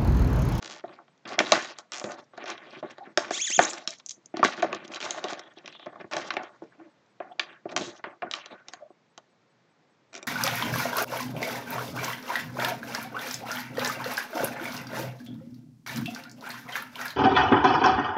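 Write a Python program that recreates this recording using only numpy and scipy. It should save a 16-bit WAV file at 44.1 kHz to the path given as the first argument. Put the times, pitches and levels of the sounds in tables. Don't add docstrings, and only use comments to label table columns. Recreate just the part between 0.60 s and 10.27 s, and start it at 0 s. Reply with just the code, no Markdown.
import sys
import numpy as np
from scipy import signal
from scipy.fft import rfft, irfft
from scipy.io import wavfile
from scipy.ndimage import uniform_filter1d

SR = 44100
rng = np.random.default_rng(int(sys.argv[2]) if len(sys.argv) > 2 else 0)


def amplitude_ratio(level_db):
    exponent = np.asarray(level_db, float) / 20
    return 10 ** exponent


def dump(signal):
    limited = np.clip(np.atleast_2d(signal).T, -1, 1)
    pcm = np.round(limited * 32767).astype(np.int16)
    wavfile.write(sys.argv[1], SR, pcm)


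N = 426434

# pitch in Hz, relative level in dB, nominal t60 in seconds.
BOX_MODES = [(170, -8, .02), (206, -1.5, 0.023), (255, -4, .03), (335, -3, 0.049), (395, 3, 0.063),
             (464, -5.5, 0.02)]
CARD_MODES = [(500, -6.5, 0.13), (628, 3, 0.03), (705.6, 2.5, 0.053), (877, 0, 0.013), (1121.5, 1.5, 0.017),
              (1320, -3.5, 0.018)]
SHELL_MODES = [(1500, 1, 0.0047), (1650, 0, 0.012), (2050, -0.47, 0.0052), (2470, -2.5, 0.007),
               (2680, -4, 0.003), (3270, 3, 0.0056), (3837, 2.26, 0.0063)]
FILM_MODES = [(4630, -1, 0.0052), (5460, -1, 0.0073), (6100, -0.5, 0.0021), (6480, 0, 0.0027),
              (7200, -4.5, 0.0019)]
PARTS = (BOX_MODES, CARD_MODES, SHELL_MODES, FILM_MODES)
TEAR_MS = 2.5


def rms_one(x):
    return x / np.sqrt(np.mean(x ** 2) + 1e-20)


def in_time(rows):
    s, *columns = np.transpose(rows)
    return [np.interp(np.arange(N) / SR, s, c) for c in columns]


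def at_hz(points, hz):
    point_hz, values = np.transpose(points)
    return np.interp(np.log(hz), np.log(point_hz), values)


def drift(knots_per_s):
    knots = rng.standard_normal(1200)
    return np.interp(np.arange(N) / SR * knots_per_s, np.arange(1200), knots) * np.sqrt(3 / 2)


def cut(x, hz, kind, order):
    return signal.sosfilt(signal.butter(order, hz, kind, fs=SR, output="sos"), x)


def ring(force, hz, t60_s):
    radius = amplitude_ratio(-60 / (np.clip(t60_s, .0008, 1) * SR))
    w = 2 * np.pi * hz / SR
    return signal.lfilter([0, np.sin(w)], [1, -2 * radius * np.cos(w), radius * radius], force + 1e-18)


def soften(x, modes):
    softness = 1.72
    top_hz = min(modes[-1][0] * softness, SR / 4)
    return cut(x, [modes[0][0] / softness, top_hz], "band", order=3)


def lean_db(levels_db, k):
    lean = 0.84
    place = np.linspace(-1, 1, len(PARTS[k]))[:, None]
    below = np.clip(levels_db[max(k - 1, 0)] - levels_db[k], -30, 10)
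    above = np.clip(levels_db[min(k + 1, 3)] - levels_db[k], -30, 10)
    return lean * (np.maximum(-place, 0) * below + np.maximum(place, 0) * above)


def lead_db(s, modes):
    # time in seconds, leading card pitch in Hz, leading shell pitch in Hz.
    lead_rows = [(0.24, 616, 1670), (0.791, 751, 2220), (0.802, 520, 2240), (0.92, 630, 3020),
                 (1.441, 520, 2370), (2.228, 633, 1500), (2.574, 619, 1650), (2.707, 654, 1770),
                 (2.991, 697, 2510), (3.829, 1070, 1500), (3.847, 684, 1500), (4.026, 689, 2240),
                 (4.127, 525, 2490), (4.641, 520, 3670), (4.724, 654, 1490), (5.267, 576, 1500),
                 (5.534, 649, 1710), (5.566, 676, 1730), (5.706, 1110, 1740), (5.767, 743, 2140),
                 (6.02, 727, 2410), (6.602, 746, 1740), (6.794, 1110, 1600), (7.055, 740, 1540),
                 (7.163, 746, 1840), (7.44, 797, 1670), (7.628, 697, 1500), (7.737, 1272, 3380),
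                 (8.136, 627, 2250)]
    lift_db, width = 9.5, 0.13
    when, *lead_hz = np.transpose(lead_rows)
    near = np.abs(s[:, None] - when) < .005
    mode_hz = np.array(modes)[:, 0]
    bumps = sum(np.exp(-(np.log(mode_hz / hz[:, None]) / width) ** 2) for hz in lead_hz)
    return lift_db * near @ bumps


def snaps(s, levels_db, tear_ms, uneven_db):
    tear_shares = (0.88, 1.3, 0.82, 0.51)
    trims_db = (1.8, 3.8, 2.9, 1.7)
    steps, out = np.arange(600), np.zeros(N)
    at = (np.round(s * SR).astype(int)[:, None] + steps).ravel()
    for k, (modes, part_db, trim_db) in enumerate(zip(PARTS, levels_db, trims_db)):
        chance_db = uneven_db * rng.standard_normal((len(s), len(modes)))
        shares = amplitude_ratio(np.array(modes)[:, 1] + lean_db(levels_db, k).T + lead_db(s, modes) + chance_db)
        shares /= np.linalg.norm(shares, axis=1, keepdims=True)
        fade_ms = np.clip(tear_shares[k] * tear_ms, .1, 5)
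        fade = np.exp(-steps / SR * 1000 / fade_ms[:, None])
        part = 0
        for (hz, _, t60_s), share in zip(modes, shares.T):
            burst = fade * rng.standard_normal(fade.shape)
            memory = amplitude_ratio(-30 * steps / SR / t60_s)
            swing = np.abs(burst @ (memory * np.exp(2j * np.pi * hz * steps / SR)))
            swing = np.sqrt(swing ** 2 + np.sum((burst * memory) ** 2, axis=1))
            burst *= (amplitude_ratio(part_db + trim_db) * share / swing)[:, None]
            force = np.bincount(at, burst.ravel(), N + 600)[:N]
            part = part + ring(force, hz, t60_s)
        out += soften(part, modes)
    return out


def hiss():
    # frequency in Hz, relative level in dB.
    hiss_spectrum = [(53, -33), (90, -13), (124, 2), (158, 2), (412, -2), (452, -1.5), (2360, -11.5),
                     (2740, -16), (3850, -16.5), (8000, -25.5), (10400, -44), (17600, -120)]
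    hz = np.clip(np.fft.rfftfreq(N, 1 / SR), 1, None)
    shaped = irfft(rfft(rng.standard_normal(N)) * amplitude_ratio(at_hz(hiss_spectrum, hz)), N)
    return amplitude_ratio(-67) * rms_one(shaped)


def handling():
    # time in seconds, then box, card, shell and film levels in dB.
    spell_tables = [
        [(0.008, -58, -68, -58, -74), (0.03, -49, -53, -50, -60), (0.12, -60, -53, -55, -58.5),
         (0.22, -67, -54.5, -55, -68)],
        [(0.24, -55, -61, -64, -65.5), (0.38, -63, -64, -58, -72), (0.45, -80, -63, -83, -81)],
        [(0.652, -67, -47.5, -51.5, -78.5), (0.71, -52, -46, -50, -80.5), (0.838, -53, -38.5, -58, -52.5),
         (0.936, -37, -45, -32.5, -46), (1.14, -73, -54.5, -49.5, -61.5), (1.27, -88, -56, -91, -67)],
        [(1.32, -78, -53.5, -35.5, -51.5), (1.37, -71, -53.5, -51, -56), (1.44, -70, -49, -52, -56)],
        [(1.441, -38, -42, -69, -68), (1.503, -43, -47, -56, -85.5), (1.585, -66, -53, -62, -59.5),
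         (1.68, -68, -72, -75, -68)],
        [(1.73, -73, -68, -59, -72.5), (1.806, -53, -55, -46, -69), (1.886, -59, -52, -38, -85),
         (1.946, -55, -57, -44.5, -76), (2.022, -68, -55.5, -53.5, -67.5), (2.2, -47, -61, -44.5, -63.5)],
        [(2.228, -42, -38.5, -56.5, -62), (2.384, -71, -69.5, -61, -66), (2.494, -54.5, -56, -59, -72),
         (2.55, -64, -72, -66, -67)],
        [(2.577, -59, -52, -62, -78), (2.623, -60, -56, -67, -83), (2.655, -52, -59, -79, -83),
         (2.7, -46, -39, -27, -67)],
        [(2.709, -60, -57, -49, -55.5), (2.745, -73, -74, -51, -51.5), (2.8, -48, -52, -37, -40)],
        [(2.9, -34, -49, -39, -43.5), (2.925, -55, -60, -42, -35)],
        [(2.992, -57, -71, -57, -71), (3.086, -59, -47, -48, -43), (3.152, -77, -47, -52, -54),
         (3.258, -78.5, -57, -64, -63), (3.352, -65, -85, -81, -77), (3.42, -64, -74, -67.5, -67)],
        [(3.46, -67, -66.5, -78.5, -71), (3.51, -82.5, -77.5, -67, -74), (3.6, -50, -75, -84, -77)],
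        [(3.742, -75, -73, -50.5, -75.5), (3.796, -77, -67, -44, -76), (3.912, -56, -58, -43, -57),
         (3.952, -62, -80, -43, -64.5), (3.99, -46, -46, -46, -63), (4.02, -41, -41, -24, -59)],
        [(4.024, -61, -27, -71, -50), (4.108, -41, -53, -41, -73.5), (4.254, -56, -60, -53.5, -76.5),
         (4.3, -54, -53.5, -52, -75), (4.39, -69, -33, -42, -60.5)],
        [(4.404, -55, -42, -38, -51), (4.47, -63, -52.5, -53, -49.5), (4.55, -49, -38.5, -52, -54.5),
         (4.595, -64, -42, -59, -51.5), (4.62, -51, -36, -58, -72), (4.66, -61, -43, -51, -53),
         (4.74, -73.5, -46, -37.5, -57), (4.762, -72, -46, -56.5, -65.5), (4.864, -72, -55, -57, -80),
         (4.95, -65, -72.5, -61, -69)],
        [(4.96, -72, -81, -72, -63), (5.088, -54.5, -78, -52, -75), (5.184, -70, -80, -72, -66),
         (5.25, -70.5, -84, -62, -76), (5.35, -56.5, -60, -71, -83), (5.5, -60, -84, -72, -66)],
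        [(5.512, -44, -43, -32.5, -53), (5.664, -50, -51, -48.5, -54.5), (5.718, -58, -50, -63, -75),
         (5.812, -54.5, -44, -51, -68), (5.876, -80, -53, -55.5, -65.5), (6.0, -79, -67, -57.5, -68)],
        [(6.02, -66, -83.5, -60.5, -64), (6.136, -65, -69.5, -62, -85), (6.236, -67, -66.5, -57, -87),
         (6.35, -74, -74, -76.5, -89)],
        [(6.6, -72.5, -56, -72.5, -88), (6.656, -69, -72.5, -87, -90), (6.744, -77.5, -65.5, -71, -98.5),
         (6.78, -63.5, -63, -63.5, -78)],
        [(6.794, -76, -52, -63.5, -88), (6.9, -60, -60.5, -46, -84), (7.03, -70, -78.5, -65.5, -79.5)],
        [(7.056, -79, -48, -65.5, -77.5), (7.15, -45, -56, -64.5, -63)],
        [(7.164, -55.5, -40.5, -69, -73), (7.264, -54.5, -71, -59, -58), (7.312, -81, -50.5, -63, -54),
         (7.37, -77.5, -65, -66.5, -60.5), (7.42, -62.5, -47, -63.5, -68)],
        [(7.44, -62.5, -45.5, -62.5, -76.5), (7.522, -77, -52.5, -64.5, -79), (7.6, -68.5, -67, -75, -78)],
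        [(7.62, -54, -35.5, -43.5, -76), (7.694, -58, -46.5, -72, -82), (7.76, -70, -52, -55, -61),
         (7.84, -81.5, -64, -54, -71), (7.942, -70, -67, -60.5, -68), (8.186, -73.5, -63.5, -63.5, -76),
         (8.33, -78.5, -64, -85, -86)],
        [(9.527, -72, -63, -78, -74), (9.567, -63, -58, -59, -71), (9.67, -63, -47, -70, -78)],
    ]
    # start in seconds, length in seconds, then box, card, shell and film peak levels in dB.
    crumple_rows = [(0.665, 0.097, -69, -52, -44.5, -52), (1.503, 0.025, -64, -51, -55.5, -56.5),
                    (1.574, 0.03, -61, -49, -62, -74), (1.855, 0.085, -64, -47, -58, -54),
                    (2.125, 0.024, -55, -60, -64, -61), (2.166, 0.055, -51, -59, -56.5, -60),
                    (2.297, 0.025, -73, -60, -40, -56), (2.453, 0.023, -63, -59.5, -64, -77),
                    (4.241, 0.02, -59.5, -74, -52, -52.5), (4.314, .06, -64, -57, -58, -55.5),
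                    (4.419, 0.1, -54, -43, -46, -51), (4.569, 0.023, -65, -42.5, -63, -51.5),
                    (4.692, 0.022, -68, -47, -59, -46), (5.393, 0.036, -65, -44.5, -51, -63.5),
                    (7.084, 0.27, -42, -51.5, -76, -71), (9.519, 0.098, -56.5, -67.5, -54, -61),
                    (5.663, .035, -55, -55, -46.5, -50.5), (7.904, .07, -59, -56.5, -72.5, -78),
                    (7.087, 0.018, -39, -57, -42, -61), (7.111, 0.019, -51, -64, -45.5, -59),
                    (7.176, 0.12, -69, -64, -55, -47.5)]
    t, gains = np.arange(N) / SR, np.full((4, N), 1e-6)
    for spell in spell_tables:
        first, last = int(spell[0][0] * SR), int(spell[-1][0] * SR)
        s, *levels_db = np.transpose(spell)
        now = t[first:last]
        curves_db = np.array([np.interp(now, s, db) for db in levels_db])
        gains[:, first:last] += amplitude_ratio(curves_db) * np.clip((s[-1] - now) / .025, 0, 1)
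    for s, length_s, *levels_db in crumple_rows:
        swell = np.sin(np.pi * np.clip((t - s) / length_s, 0, 1))
        gains += amplitude_ratio(np.array(levels_db))[:, None] * swell
    return gains


def rustle(gains):
    flicker_db, clump_db, grain_db = 1.8, 1.3, 3.0
    cracks_per_s, damping = (594, 722.0, 765, 875), (0.26, 0.18, 0.67, 0.23)
    out, clumps = np.zeros(N), drift(60)
    for k, (modes, per_s, damp) in enumerate(zip(PARTS, cracks_per_s, damping)):
        part = 0
        for (hz, mode_db, t60_s), tilt_db in zip(modes, lean_db(20 * np.log10(gains), k)):
            sizes = amplitude_ratio(2.2 * np.minimum(rng.exponential(1, N), 5)) * rng.standard_normal(N)
            hits = rng.random(N) < per_s / SR
            cracks = rms_one(ring(sizes * hits, hz, damp * t60_s))
            part = part + amplitude_ratio(mode_db + tilt_db + grain_db * drift(45)) * cracks / np.sqrt(len(modes))
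        sway_db = clump_db * clumps + flicker_db * drift(40)
        out += gains[k] * amplitude_ratio(2.0 + sway_db) * soften(part, modes)
    return out


def crackle(gains, count=110):
    lift_db, spread_db = 4, 4
    s = np.sort(rng.uniform(0, N / SR, count))
    chance = np.clip(rng.standard_normal((count, 6)).T, -3, 1.3)
    scatter_db = spread_db * (chance[:4] + 0.4 * chance[4])
    levels_db = 20 * np.log10(gains[:, (s * SR).astype(int)]) + lift_db + scatter_db
    return snaps(s, levels_db, TEAR_MS * amplitude_ratio(3.2 * chance[5]), uneven_db=10.0)


def prickle(gains):
    per_s, base_db, follows = 60, -57, .5
    handling_db = 20 * np.log10(gains[2] + gains[3] + 1e-4)
    level_db = base_db + follows * (handling_db + 60)
    sizes = amplitude_ratio(level_db + 4 * np.minimum(rng.exponential(1, N), 2.5)) * (rng.random(N) < per_s / SR)
    pitches_hz, dealt = np.geomspace(1300, 6500, 7), rng.integers(0, 7, N)
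    return sum(ring(sizes * (dealt == k), hz, 6.0 / hz) for k, hz in enumerate(pitches_hz))


def peel():
    # time in seconds, click peak in dB.
    tick_runs = [
        [(.0251, -29), (.0449, -29), (.0575, -28), (.0756, -30), (.0975, -31), (.1085, -31), (.1155, -33),
         (.1228, -33), (.1295, -35), (.1365, -36), (.146, -37), (.161, -38), (.1725, -41), (.181, -40),
         (.187, -42), (.195, -41), (.206, -43)],
        [(1.3197, -20), (1.3345, -21), (1.3436, -22.5), (1.3518, -23), (1.3586, -23), (1.3653, -24),
         (1.3731, -22.5), (1.382, -22), (1.3976, -21.5)],
    ]
    # lowest click frequency in Hz, bending wave in dB re click, its top in Hz,
    # its delay at 1 kHz in ms.
    run_rows = [(2800, -1.5, 5500, 4.0), (4600, -9, 3000, 2.5)]
    part_shares_db = (-29.5, -23.5, -28.5, -4.5)
    tear_ms = 1.518
    hz, out = np.fft.rfftfreq(1024, 1 / SR), 0
    for ticks, (low_hz, bend_db, top_hz, delay_ms) in zip(tick_runs, run_rows):
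        s, db = np.transpose(ticks)
        click = cut(np.eye(1, 1024)[0], [low_hz, 7600], "band", order=2)
        dispersed = irfft(np.exp(-4j * np.pi * delay_ms * np.sqrt(hz / 1000)))
        bend = cut(dispersed, [600, top_hz], "band", order=2)
        shape = click / np.abs(click).max() + amplitude_ratio(bend_db) * bend / np.abs(bend).max()
        pulses = np.bincount((s * SR).astype(int), -amplitude_ratio(db), N)
        out = out + signal.fftconvolve(pulses, shape)[:N]
        levels_db = db + np.array(part_shares_db)[:, None]
        out = out + snaps(s, levels_db, np.full(len(s), tear_ms), uneven_db=4.5)
    return out


def blips():
    start_s, length_s, every_s = .096, .032, .2
    t = np.arange(N) / SR
    return amplitude_ratio(-84.5) * np.sin(2 * np.pi * 8000 * t) * ((t - start_s) % every_s < length_s)


def snap_levels():
    # time in seconds, then card knock, box thud, shell click and film crack in dB before the crest.
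    snap_rows = [(0.239, -23, -40.5, -50, -72), (0.28, -56, -67, -48, -58), (0.292, -45, -65, -47, -57),
                 (0.388, -39.5, -78, -48.5, -85), (0.48, -51, -64, -51, -62), (0.577, -74, -58, -53, -54),
                 (0.654, -66, -43, -34, -50), (0.676, -45, -43.5, -47, -44),
                 (0.783, -18.5, -37, -41, -67.5), (0.79, -20.5, -28, -9.5, -17),
                 (0.803, -11.5, -23.5, -14, -57), (0.92, -6.5, -23, -4.5, -11), (0.969, -30, -30, -57, -41),
                 (1.024, -38, -56, -44, -36), (1.045, -42, -57, -52, -32.5),
                 (1.186, -36.5, -55.5, -33.5, -32.5), (1.413, -31, -58, -43, -45.5),
                 (1.441, -26, -31, -30, -32), (1.496, -32, -45, -50, -57.5),
                 (1.518, -34.5, -60, -49, -38.5), (1.734, -41, -52, -48, -69), (1.776, -33, -47, -41, -48),
                 (1.84, -31.5, -45, -43, -46), (1.857, -50, -63, -36, -42), (1.878, -43, -53, -49, -44),
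                 (1.892, -30.5, -65, -38, -53), (1.901, -31, -44, -32, -34.5),
                 (1.978, -48, -63, -37.5, -46), (2.175, -58.5, -42, -51, -62),
                 (2.227, -27, -41.5, -49, -61), (2.382, -33, -53, -44, -49.5),
                 (2.471, -43, -41.5, -55, -75), (2.574, -10.5, -24, -13, -16.5),
                 (2.602, -51, -44, -54, -45), (2.707, -22, -28, -27, -31), (2.979, -35.5, -32, -42, -61),
                 (2.991, -1.5, -16, -8.5, -28), (3.109, -43, -52, -33, -48), (3.132, -44, -60, -44, -31),
                 (3.181, -51, -49, -46, -39), (3.275, -34, -37.5, -20.5, -19.5),
                 (3.306, -55, -59, -50, -30.5), (3.398, -50, -60, -44.5, -47.5),
                 (3.385, -56.5, -64.5, -56, -45.5), (3.462, -54.5, -67, -66, -29),
                 (3.488, -67, -69, -61, -33), (3.514, -61.5, -69, -51.5, -35),
                 (3.493, -58.5, -66.5, -53.5, -30), (3.508, -55.5, -69, -47.5, -29),
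                 (3.658, -56, -56, -63.5, -41), (3.74, -29, -33, -48, -55),
                 (3.769, -27.5, -32, -30.5, -34.5), (3.793, -22.5, -22.5, -32.5, -49),
                 (3.829, -5.5, -22, -15.5, -42), (3.841, -26, -36, -27, -23), (3.847, -19.5, -19, -12, -18),
                 (3.878, -42, -33, -48, -34), (4.023, -20.5, -26.5, -29.5, -34.5),
                 (4.027, -12.5, -24, -21.5, -34.5), (4.042, -19.5, -26, -54, -47),
                 (4.128, -22.5, -33, -21.5, -39.5), (4.147, -33, -38, -33, -34),
                 (4.278, -53, -52, -46, -44.5), (4.319, -47, -55, -39, -51), (4.337, -51, -59, -33, -50),
                 (4.345, -40, -60, -36, -34), (4.359, -44, -61, -32, -38.5), (4.403, -52, -60, -31, -36),
                 (4.413, -52, -58, -29.5, -40), (4.427, -45, -55, -27.5, -38), (4.435, -44, -49, -35, -41),
                 (4.507, -41, -55, -27, -21), (4.582, -28, -50, -34, -55),
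                 (4.641, -21.5, -29.5, -27, -30.5), (4.683, -50, -64, -32.5, -39.5),
                 (4.724, -25.5, -35.5, -38, -39), (4.732, -28.5, -40, -33, -35.5),
                 (4.793, -34, -73, -37, -38), (4.836, -56, -68, -49, -54.5), (4.876, -58, -70, -58, -56),
                 (4.9, -56, -69, -55, -62), (4.937, -57, -68.5, -58, -52), (4.97, -40.5, -44, -58, -63.5),
                 (4.985, -71, -59, -42.5, -47.5), (5.045, -44, -51, -54, -62),
                 (5.059, -60, -57, -37.5, -43.5), (5.077, -37.5, -61, -33.5, -43),
                 (5.125, -50, -61, -41, -51), (5.15, -42.5, -73, -44.5, -51.5),
                 (5.195, -42.5, -66, -43.5, -59), (5.228, -45, -52, -46, -61), (5.26, -35, -46.5, -45, -49),
                 (5.266, -27, -34.5, -31, -72), (5.329, -39, -55.5, -54, -58),
                 (5.357, -36, -65, -47, -59.5), (5.41, -40.5, -40, -43.5, -53),
                 (5.443, -38.5, -39, -45.5, -87), (5.515, -45.5, -54, -53, -58),
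                 (5.522, -34, -52, -43.5, -44.5), (5.534, -20.5, -52, -21.5, -31),
                 (5.566, -23.5, -38.5, -21.5, -30), (5.705, -24, -49, -19, -33.5),
                 (5.722, -44, -48, -47, -53), (5.738, -30, -40.5, -33, -41), (5.767, -18.5, -31, -21, -43),
                 (5.833, -35.5, -43.5, -38, -46), (6.02, -34.5, -37, -60.5, -71.5),
                 (6.039, -60, -60, -52, -58), (6.2, -44.5, -49, -58, -79.5),
                 (6.273, -58.5, -50, -67, -81.5), (6.462, -75, -81, -65, -56),
                 (6.602, -21.5, -40.5, -32, -74.5), (6.694, -47, -59, -60, -83.5),
                 (6.787, -35.5, -60.5, -65, -83.5), (6.795, -23, -44, -14, -28.5),
                 (7.055, -25.5, -29.5, -47.5, -56.5), (7.163, -20, -39, -17.5, -20.5),
                 (7.175, -26, -38, -26, -26.5), (7.393, -43.5, -54, -52.5, -83.5),
                 (7.44, -26, -40.5, -26, -66), (7.467, -50.5, -36, -52.5, -69.5),
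                 (7.621, -29.5, -48.5, -29, -63), (7.628, -19, -37, -31, -71), (7.64, -50, -66, -53, -63.5),
                 (7.712, -50, -53, -26, -30.5), (7.737, -26, -57, -18.5, -31),
                 (7.796, -56, -68.5, -45, -59.5), (7.859, -40, -54, -35, -41),
                 (7.906, -37.5, -59, -56, -62.5), (8.084, -40.5, -48, -33.5, -33.5),
                 (8.135, -31.5, -59.5, -34.5, -35), (8.304, -42.5, -52.5, -68.5, -80.5),
                 (8.577, -38, -56, -40.5, -40.5), (8.817, -76, -77.5, -70, -63.5),
                 (8.828, -59.5, -76, -61.5, -80.5), (8.935, -68, -74, -63, -75.5),
                 (9.047, -61, -76, -61.5, -79.5), (9.092, -68.5, -80.5, -64.5, -76),
                 (9.155, -66.5, -79, -67, -81), (9.395, -61, -66, -73, -86)]
    crest_db = (6.5, 0, 5.5, 9)
    s, card, box, shell, film = np.transpose(snap_rows)
    return s, np.array([box, card, shell, film]) + np.array(crest_db)[:, None]


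def creases():
    s, levels_db = snap_levels()
    tear_ms = TEAR_MS * amplitude_ratio(2.5 * rng.standard_normal(len(s)))
    return snaps(s, levels_db, tear_ms, uneven_db=3.0)


def settling():
    settle_db, t60_s = (-25.5, -22.5, -28.5, -34), 0.35
    s, levels_db = snap_levels()
    power = np.zeros((4, N))
    power[:, (s * SR).astype(int)] = amplitude_ratio(2 * (levels_db + np.array(settle_db)[:, None]))
    return np.sqrt(signal.lfilter([1], [1, -amplitude_ratio(-2 * 60 / (t60_s * SR))], power + 1e-22))


def slides():
    # start in seconds, length in seconds, pitch in Hz, level in dB before edges and flutter.
    slide_rows = [(2.4, 0.053, 795, -40), (3.09, 0.027, 7300, -23), (4.802, 0.19, 3370, -61.5),
                  (5.058, 0.21, 3400, -56), (5.252, 0.18, 3500, -66.5), (4.819, 0.21, 1800, -63),
                  (3.11, 0.23, 660, -55), (1.32, 0.2, 7000, -53.5), (6.02, 0.065, 430, -47),
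                  (6.172, 0.12, 324, -57.5), (6.194, 0.11, 611, -62.5), (6.115, .03, 1600, -58),
                  (6.22, 0.046, 2200, -58), (6, 0.069, 330, -63.5), (6.712, 0.029, 3300, -59),
                  (6.818, 0.13, 3430, -57.5), (6.858, 0.16, 1620, -59), (6.617, .13, 760, -53.5),
                  (7.9, 0.14, 1500, -61.5), (7.64, 0.081, 1450, -57), (7.763, 0.071, 2860, -52),
                  (7.901, 0.045, 3800, -55.5), (8.2, 0.075, 632, -48)]
    cycles, widen, edge_s = 15, .22, 0.022
    t, rub, out = np.arange(N) / SR, amplitude_ratio(3.7 * drift(80)), np.zeros(N)
    for s, length_s, hz, db in slide_rows:
        span = slice(int(s * SR), int((s + length_s) * SR))
        edge = np.clip(np.minimum(t[span] - s, s + length_s - t[span]) / edge_s, 0, 1)
        t60_s = cycles / hz * min(1, 700 / hz) ** widen
        noise = ring(ring(rng.standard_normal(SR // 2), hz, t60_s), hz, t60_s)
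        out[span] += amplitude_ratio(db) * edge * rub[span] * rms_one(noise)[-len(edge):]
    return out


def screech():
    # time in seconds, slips per second in Hz, relative level in dB.
    pull_rows = [(2.71, 760, -45), (2.741, 1124, -36.5), (2.754, 1198, -35.5), (2.773, 1586, -35),
                 (2.801, 2219, -32.5), (2.813, 2855, -29.5), (2.823, 3400, -31), (2.831, 3375, -31),
                 (2.837, 3071, -32), (2.843, 3508, -30), (2.852, 3480, -30), (2.862, 2687, -30.5),
                 (2.874, 1948, -31.5), (2.885, 1629, -33.5), (2.9, 1500, -32), (2.911, 2050, -28),
                 (2.931, 3106, -28.5), (2.938, 3325, -28.5), (2.945, 3090, -30.5), (2.952, 3570, -27.5),
                 (2.962, 3523, -28), (2.971, 3050, -33), (2.992, 2019, -34), (3.007, 1500, -37),
                 (3.019, 1680, -31.5), (3.03, 2400, -27), (3.04, 3966, -22), (3.05, 5940, -24),
                 (3.06, 7735, -23.5)]
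    # pitch in Hz, width in Hz, relative level in dB.
    tape_rows = [(2340, 990, -2.5), (3415, 920, -3), (5600, 690, -13.5), (6730, 1200, 4.5)]
    jitter, round_s, flutter_db = .015, .004, 2.8
    slip_hz, level_db = in_time(pull_rows)
    slip_hz = uniform_filter1d(slip_hz, size=int(round_s * SR))
    t = np.arange(N) / SR
    on = np.clip(np.minimum(t - pull_rows[0][0], pull_rows[-1][0] - t) / 0.0075, 0, 1)
    wobble = rms_one(cut(rng.standard_normal(N), 500, "low", order=2))
    phase = 2 * np.pi * np.cumsum(slip_hz * (1 + jitter * wobble)) / SR
    tone = 0
    for k in range(1, 13):
        colour = 0
        for hz, width_hz, db in tape_rows:
            colour = colour + amplitude_ratio(db) / (1 + ((k * slip_hz - hz) / (width_hz / 2)) ** 2)
        audible = k * slip_hz < 11000
        tone = tone + colour * audible * amplitude_ratio(flutter_db * drift(120)) * np.sin(k * phase)
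    glue = rms_one(ring(rng.standard_normal(N), 6500, 0.0011))
    glue = glue + amplitude_ratio(2.0) * rms_one(cut(rng.standard_normal(N), [1900, 4000], "band", order=2))
    return on * amplitude_ratio(level_db) * (amplitude_ratio(1.5) * tone + amplitude_ratio(-17.0) * glue)


def creaks():
    # time in seconds, relative level in dB.
    creak_rows = [(9.5304, -38.5), (9.5324, -43), (9.5415, -33.5), (9.5516, -28), (9.5626, -34),
                  (9.5777, -34), (9.628, -27.5)]
    # pitch in Hz, relative level in dB, t60 in seconds.
    taut_modes = [(384, -9.5, 0.089), (524, -12, 0.023), (680, -7, 0.048), (1400, -6, 0.012),
                  (2400, 2.5, 0.014), (3650, -1.5, 0.012), (4800, -5.5, 0.0042), (5780, 5, 0.0065),
                  (7300, 3, .004)]
    s, db = np.transpose(creak_rows)
    steps, out = np.arange(200), 0
    at = ((s * SR).astype(int)[:, None] + steps).ravel()
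    for hz, mode_db, t60_s in taut_modes:
        tears = np.exp(-steps / SR / 0.0011) * rng.standard_normal((len(s), 200))
        swing = np.abs(tears @ np.exp(2j * np.pi * hz * steps / SR))
        swing = np.hypot(swing, np.linalg.norm(tears, axis=1) / 2)
        tears *= (amplitude_ratio(db + mode_db - 4.5) / swing)[:, None]
        out = out + ring(np.bincount(at, tears.ravel(), N), hz, t60_s)
    return out


def room(x):
    # frequency in Hz, t60 in seconds.
    decay_rows = [(150, 0.084), (700, 0.071), (2000, 0.15), (4500, 0.11), (7500, 0.33)]
    # frequency in Hz, relative level in dB.
    colour_rows = [(150, -19.5), (700, -18.5), (2000, -21), (4500, -24.5), (7500, -21.5)]
    t, tail = np.arange(SR // 2) / SR, 0
    for hz in 200 * 2 ** np.arange(0, 5.6, .5):
        band = cut(rng.standard_normal(len(t)), [hz / 2 ** 0.49, hz * 2 ** 0.59], "band", order=2)
        band = band * amplitude_ratio(-60 * t / at_hz(decay_rows, hz)) * np.clip(t / 0.0025, 0, 1)
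        gain = amplitude_ratio(at_hz(colour_rows, hz) + 11.0) * np.sqrt(hz / SR)
        tail = tail + gain * band / np.linalg.norm(band)
    return signal.fftconvolve(x, tail)[:N]


def scene():
    gains = handling()
    pack = creases() + peel() + crackle(gains)
    pack = pack + rustle(np.hypot(gains, settling())) + prickle(gains)
    pack = pack + slides() + creaks()
    tape = screech()
    return (pack + tape + room(pack + amplitude_ratio(-1) * tape))[None]


def suppress(x, threshold_db=-80, depth_db=-14):
    _, _, z = signal.stft(x, nperseg=512)
    power = uniform_filter1d(np.abs(z) ** 2, size=13, axis=0)
    power = uniform_filter1d(power, size=3, axis=1)
    gain = np.maximum(1 - amplitude_ratio(2 * threshold_db) / np.maximum(power, 1e-14), amplitude_ratio(depth_db))
    return signal.istft(z * gain, nperseg=512)[1][:N]


def mirror(x, limit_hz=8000):
    t = np.arange(N) / SR
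    reflected = x * np.cos(4 * np.pi * limit_hz * t)
    image = cut(reflected, limit_hz, "high", order=8)
    return amplitude_ratio(-9.5) * cut(image, 8700, "low", order=12)


def roll_off(x):
    return signal.sosfilt(signal.butter(12, 8860, fs=SR, output="sos"), x)


def record(dry):
    rounded = 1.376 * np.tanh(dry[0] / 1.662)
    x = suppress(cut(rounded, 140, "high", order=3))
    x = cut(x + hiss() * amplitude_ratio(0.81 * drift(1)), 7395, "low", order=10)
    x = x + mirror(x)
    x = x + blips()
    mix = np.clip(x, -1, 1)[None]
    return roll_off(mix)


dry = scene()
out = record(dry)
dump(out)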